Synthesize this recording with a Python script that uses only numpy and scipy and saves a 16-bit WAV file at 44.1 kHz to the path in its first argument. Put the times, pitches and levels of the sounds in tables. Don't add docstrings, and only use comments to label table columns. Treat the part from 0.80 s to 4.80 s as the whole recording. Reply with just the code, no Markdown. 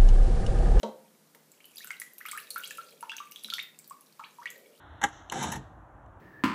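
import sys
import numpy as np
from scipy import signal
from scipy.fft import rfft, irfft
from scipy.io import wavfile

SR = 44100
rng = np.random.default_rng(int(sys.argv[2]) if len(sys.argv) > 2 else 0)


def to_wav(s):
    ch = np.atleast_2d(s).T
    pcm = np.round(np.clip(ch, -1, 1) * 32767)
    wavfile.write(sys.argv[1], SR, pcm.astype(np.int16))


N = 176400


def amp(db):
    return 10 ** (np.asarray(db) / 20)


def unit_rms(x):
    return x / np.sqrt(np.mean(x ** 2) + 1e-20)


def seconds(length_s):
    return np.arange(int(length_s * SR)) / SR


def add(out, start_s, sound):
    i = int(np.clip(start_s * SR, 0, N - 1))
    out[i:i + len(sound)] += sound[:N - i]


def filtered(x, hz, kind, order=2):
    sos = signal.butter(order, np.clip(hz, 10, .45 * SR), kind, fs=SR, output="sos")
    return signal.sosfilt(sos, x)


def at_hz(rows, hz, column=1):
    table = np.array(rows)
    return np.interp(np.log(hz), np.log(table[:, 0]), table[:, column])


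def shaped_noise(spectrum):
    return unit_rms(irfft(rfft(rng.standard_normal(N)) * spectrum, N))


def burst(decay_ms, hz, kind, order=2):
    t = seconds(.1)
    noise = filtered(rng.standard_normal(2 * len(t)), hz, kind, order)[len(t):]
    return unit_rms(noise) * np.exp(-1000 * t / decay_ms)


def bubble(hz, ring_ms, rise_oct, wobble=0):
    onset_cycles, surfacing_age = 0.5, 0.852
    t = seconds(.1)
    age = 1000 * t / ring_ms
    surfaced = 1 - np.exp(-(age / surfacing_age) ** 2.35)
    pitch_hz = hz * 2 ** (rise_oct * surfaced) * (1 + wobble)
    onset = 1 - np.exp(-(t * hz / onset_cycles) ** 2)
    return np.sin(2 * np.pi * np.cumsum(pitch_hz) / SR) * onset * np.exp(-age ** 1.25)


# freq_hz, density_db
HISS_SPECTRUM = [(29, -40), (50, -15.5), (218, -1), (300, -6), (480, -6), (750, -11.5), (1500, -14),
                 (2950, -19), (4350, -18), (7570, -18), (14900, -18), (16000, -48)]
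# pitch_hz, level_db
HUM_LINES = [(156, -73.5)]


def hiss_and_hum():
    hiss_db, half_width_hz = -64, 2.7
    hz = np.maximum(np.fft.rfftfreq(N, 1 / SR), 1)
    out = amp(hiss_db) * shaped_noise(amp(at_hz(HISS_SPECTRUM, hz)))
    for pitch_hz, level_db in HUM_LINES:
        out += amp(level_db) * shaped_noise(1 / (1 + ((hz - pitch_hz) / half_width_hz) ** 2))
    return out


# start_s, length_s, level_db
RUSH_SWELLS = [(1.488, 0.51, -66), (1.84, 0.5, -62), (3.6, 0.49, -60.5)]
# centre_hz, level_db
RUSH_MODES = [(445, 2.5), (520, -1), (595, -3.5)]


def hollow_rush():
    half_width_hz = 62
    hz, t = np.fft.rfftfreq(N, 1 / SR), np.arange(N) / SR
    spectrum = sum(amp(db) / (1 + ((hz - centre_hz) / half_width_hz) ** 2)
                   for centre_hz, db in RUSH_MODES)
    envelope = sum(amp(db) * np.sin(np.pi * np.clip((t - start_s) / length_s, 0, 1))
                   for start_s, length_s, db in RUSH_SWELLS)
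    return envelope * shaped_noise(spectrum)


# delay_ms, level_db
BOWL_ECHOES = [(2.3, -22), (3.9, -18.5), (6.7, -14)]
# freq_hz, level_db, t60_s
ROOM_TAIL = [(196, -6, 0.9), (484, -5, 0.49), (950, -5.5, 0.43), (2040, -7, 0.33), (3950, -5, 0.32),
             (8250, -6.5, 0.3), (14500, -3.5, 0.32)]


def bathroom(x):
    scatter_db, scatter_ms = -7, 6
    t = seconds(.7)
    scatter = rng.standard_normal(len(t)) * np.exp(-1000 * t / scatter_ms) * (t > .001)
    response = amp(scatter_db) * scatter / np.linalg.norm(scatter)
    for delay_ms, level_db in BOWL_ECHOES:
        response[int(delay_ms * SR / 1000)] += amp(level_db)
    onset = np.clip(t / 0.005 - .5, 0, 1)
    edges_hz = np.geomspace(100, 18000, 13)
    for low_hz, high_hz in zip(edges_hz, edges_hz[1:]):
        centre_hz = np.sqrt(low_hz * high_hz)
        envelope = onset * amp(-60 * t / at_hz(ROOM_TAIL, centre_hz, column=2))
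        noise = filtered(rng.standard_normal(len(t)), [low_hz, high_hz], "band")
        response += amp(at_hz(ROOM_TAIL, centre_hz)) * noise * envelope / np.linalg.norm(envelope)
    return signal.fftconvolve(x, response)[:N]


# pitch_hz, level_db, t60_s
BASIN_MODES = [(216, -2.5, 0.39), (289, -21, 0.31), (384, -7, 0.22), (447, 0, 0.11), (522, -2.5, 0.38),
               (599, 0.5, 0.11), (835, -20, 0.45), (927, -7, 0.39), (1112, -9, 0.15), (3160, 1, 0.015)]
# start_s, level_db, lowpass_hz
CONTACTS = [(0.031, -35, 12900), (0.549, -65, 5000), (2.648, -53, 218)]


def knocks():
    out, t = np.zeros(N), seconds(1)
    ring = sum((-1) ** k * amp(db - 60 * t / t60_s) * np.sin(2 * np.pi * hz * t)
               for k, (hz, db, t60_s) in enumerate(BASIN_MODES))
    for start_s, level_db, lowpass_hz in CONTACTS:
        crack = amp(-1) * burst(decay_ms=5, hz=(260, 4840), kind="band")
        thud = amp(0.5) * burst(decay_ms=32, hz=(259, 996), kind="band", order=5)
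        for part in (ring, crack + thud):
            add(out, start_s, amp(level_db) * filtered(part, lowpass_hz, "low"))
    return out


# time_s, flow_db
RUNOFF_FLOW = [(0, -18), (.7, -17), (1.0, -0.5), (1.3, -10.5), (1.5, -2.5), (1.95, 0.5), (2.2, -7),
               (2.7, -3), (2.95, -11.5), (3.3, -12), (3.7, -8), (4, -11.5)]


def patter():
    base_per_s, slots_per_s = 620, 1000
    base_db, spread_db = -58.5, 5
    low_hz, high_hz, ring_cycles, max_rise_oct = 2087, 14780, 8.8, 0.47
    out, flow_curve = np.zeros(N), np.transpose(RUNOFF_FLOW)
    splats = [amp(-6.5) * burst(decay_ms=1.28, hz=low_hz, kind="high") for _ in range(16)]
    for slot, (late, chance, size, pitch, glide) in enumerate(rng.random((slots_per_s * N // SR, 5))):
        start_s = (slot + late) / slots_per_s
        flow_db = np.interp(start_s, *flow_curve)
        if chance < base_per_s * amp(flow_db) / slots_per_s:
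            pitch_hz = low_hz * (high_hz / low_hz) ** pitch
            level_db = base_db + flow_db + spread_db * min(-np.log(1 - size), 3)
            chirp = bubble(pitch_hz, 1000 * ring_cycles / pitch_hz, max_rise_oct * glide)
            add(out, start_s, amp(level_db) * (chirp + splats[slot % len(splats)]))
    return out


# start_s, pitch_hz, level_db
DROPLETS = [ (0.5484, 1850, -44.5), (0.7176, 7260, -46), (0.855, 11160, -43), (0.9585, 10500, -40.5),
            (0.98, 12000, -39), (1.045, 11500, -35.5), (1.073, 7640, -38.5), (1.114, 8200, -41.5),
            (1.1997, 9700, -29.5), (1.217, 6750, -38), (1.335, 11800, -44), (1.3825, 11900, -35),
            (1.462, 11850, -35.5), (1.4866, 8800, -38.5), (1.5139, 7830, -31), (1.517, 7600, -35),
            (1.5755, 10300, -33.5), (1.601, 10000, -40), (1.7044, 8600, -29), (1.744, 10630, -39),
            (1.7808, 12600, -32), (1.8465, 10600, -39.5), (1.8747, 8050, -36.5), (1.9077, 6870, -34.5),
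            (1.973, 8650, -40), (2.2087, 10800, -40.5), (2.3668, 6000, -33), (2.5126, 12600, -40),
            (2.521, 6000, -41), (2.5592, 9600, -45.5), (2.637, 10250, -36), (2.701, 11100, -41.5),
            (2.738, 11000, -33.5), (2.827, 13400, -39.5), (2.9892, 7500, -39), (3.044, 4200, -49),
            (3.0768, 13900, -44), (3.0982, 7700, -42), (3.2089, 10600, -46), (3.262, 5650, -56),
            (3.325, 4200, -52.5), (3.7026, 11800, -41.5), (3.7035, 6600, -38), (3.779, 12170, -49.5)]


def spray():
    bubble_db, splat_db, rebound_db = 3, -4.5, -10.5
    max_rise_oct, max_rebound_s = 0.47, 0.0097
    out = np.zeros(N)
    for start_s, pitch_hz, level_db in DROPLETS:
        glide, late = rng.random(2)
        splat, rebound = (burst(decay_ms=2.14, hz=0.71 * pitch_hz, kind="high") for _ in range(2))
        chirp = bubble(pitch_hz, ring_ms=1.28, rise_oct=max_rise_oct * glide)
        add(out, start_s, amp(level_db) * (amp(bubble_db) * chirp + amp(splat_db) * splat))
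        add(out, start_s + late * max_rebound_s, amp(level_db + rebound_db) * rebound)
    return out


def froth(drops):
    per_drop, froth_db, ring_cycles = 6, -15.5, 6.5
    max_lag_s, max_above_oct, max_rise_oct = 0.036, 1.46, 0.61
    out = np.zeros(N)
    for start_s, drop_hz, level_db, _, _ in drops:
        flow_db = np.interp(start_s, *np.transpose(RUNOFF_FLOW))
        for late, smaller, strength, glide in rng.random((per_drop, 4)):
            pitch_hz = drop_hz * 2 ** (max_above_oct * smaller)
            gain = amp(level_db + froth_db + flow_db) * (.5 + strength)
            chirp = bubble(pitch_hz, 1000 * ring_cycles / pitch_hz, max_rise_oct * glide)
            add(out, start_s + late * max_lag_s, gain * chirp)
    return out


# start_s, pitch_hz, level_db, ring_ms, rise_oct
DROPS = [ (0.804, 2170, -51, 5.3, 0.59), (0.843, 2966, -48, 6.6, 0), (0.97, 4980, -40, 2.7, 0),
         (0.983, 3810, -35.5, 1.8, 0.062), (1.005, 1767, -47, 12, 0.38), (1.017, 3930, -50.5, 11.5, 0.56),
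         (1.045, 1430, -41, 4.7, 0.0072), (1.073, 1485, -43.5, 5.3, 0.016), (1.106, 2095, -27.5, 6, 0.059),
         (1.1047, 1403, -35, 5.4, 0.24), (1.168, 3740, -48, 1.9, 0.016), (1.2175, 1970, -31, 4.9, 0.01),
         (1.406, 1380, -45.5, 6.6, 0.45), (1.411, 1860, -40, 8.6, 0.19), (1.455, 2020, -35.5, 9.3, 0.55),
         (1.4533, 1284, -36, 5.5, 0), (1.4847, 1434, -36, 4.8, 0.069), (1.486, 3190, -42, 11, 0.5),
         (1.518, 2180, -30.5, 1.8, 0), (1.531, 1180, -37, 11.7, 0.056), (1.55, 1308, -39, 8.7, 0.27),
         (1.566, 1179, -43.5, 21, 0.72), (1.575, 1668, -34.5, 9.5, 0.82), (1.7068, 4230, -31.5, 2.9, 0),
         (1.76, 1386, -28, 11.5, 0.12), (1.775, 1427, -46, 17, 0.44), (1.836, 2640, -32.5, 2.5, 0.26),
         (1.842, 3250, -35.5, 5.2, 0), (1.853, 4050, -41.5, 8.9, 0.79), (1.9077, 2570, -35, 2.7, 0),
         (1.909, 1696, -37, 4.4, 0.037), (1.9828, 1372, -36.5, 13, 0), (2.2272, 918, -34, 11.4, 0.14),
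         (2.2274, 1280, -36, 2.9, 0.089), (2.279, 901, -45.5, 34, 0), (2.2955, 2700, -30, 6.5, 0.093),
         (2.3182, 1520, -34, 4, 0.078), (2.332, 1600, -44, 8.2, .35), (2.316, 3285, -38, 7.2, 0.073),
         (2.3823, 2640, -36, 5, 0.52), (2.402, 1188, -35.5, 13.4, 0), (2.519, 2780, -42.5, 1.9, 0.036),
         (2.5602, 3290, -32.5, 2.24, 0.23), (2.6458, 3630, -29.5, 2.5, 0.17), (2.685, 1490, -43, 3.8, 0),
         (2.7017, 3490, -27, 3.4, 0.37), (2.7238, 1373, -38.5, 16.4, 0.093),
         (2.7373, 3350, -21.5, 2.5, 0.14), (2.738, 4140, -31.5, 3.6, 0.55), (2.783, 1934, -28.5, 3.3, 0),
         (2.791, 1958, -28.5, 6.4, 0.96), (2.799, 3696, -30.5, 6.3, 0.0073),
         (3.1088, 1076, -38.5, 12.4, 0.17), (3.3944, 1011, -37.5, 8, 0.4), (3.399, 1227, -36, 7.4, 0.046),
         (3.408, 896, -42, 10.3, 0.033), (3.434, 942, -48.5, 22.4, 0.94), (3.438, 2247, -40.5, 8.2, 1),
         (3.585, 958, -43.5, 21, 0), (3.616, 1054, -44, 14, 1), (3.657, 1917, -28, 7.3, 0.038),
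         (3.664, 2008, -35, 10, 0.8)]


def drips():
    bubble_db, slap_db, slap_top_hz, gentle_above_ms = 2, -7.5, 7540, 4.5
    wobble_depth, wobble_hz = 0.029, 300
    out = np.zeros(N)
    for start_s, pitch_hz, level_db, ring_ms, rise_oct in DROPS:
        band_hz = [min(0.83 * pitch_hz, slap_top_hz / 2), slap_top_hz]
        softening = min(1, gentle_above_ms / ring_ms) ** 0.54
        slap = softening * burst(decay_ms=0.73, hz=band_hz, kind="band", order=3)
        wobble = wobble_depth * unit_rms(filtered(rng.standard_normal(len(slap)), wobble_hz, "low"))
        ring = bubble(pitch_hz, ring_ms, rise_oct, wobble)
        add(out, start_s, amp(level_db) * (amp(bubble_db) * ring + amp(slap_db) * slap))
    return filtered(out, hz=843, kind="high", order=3)


def scene():
    direct = drips() + froth(DROPS) + spray() + patter() + knocks()
    return (direct + bathroom(direct) + hollow_rush() + hiss_and_hum())[None]


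def record(dry):
    highpass_hz, lowpass_hz = 163, 15500
    thin = filtered(dry, highpass_hz, "high", order=3)
    return signal.sosfilt(signal.ellip(10, .2, 70, lowpass_hz, fs=SR, output="sos"), thin)


dry = scene()
out = record(dry)
to_wav(out)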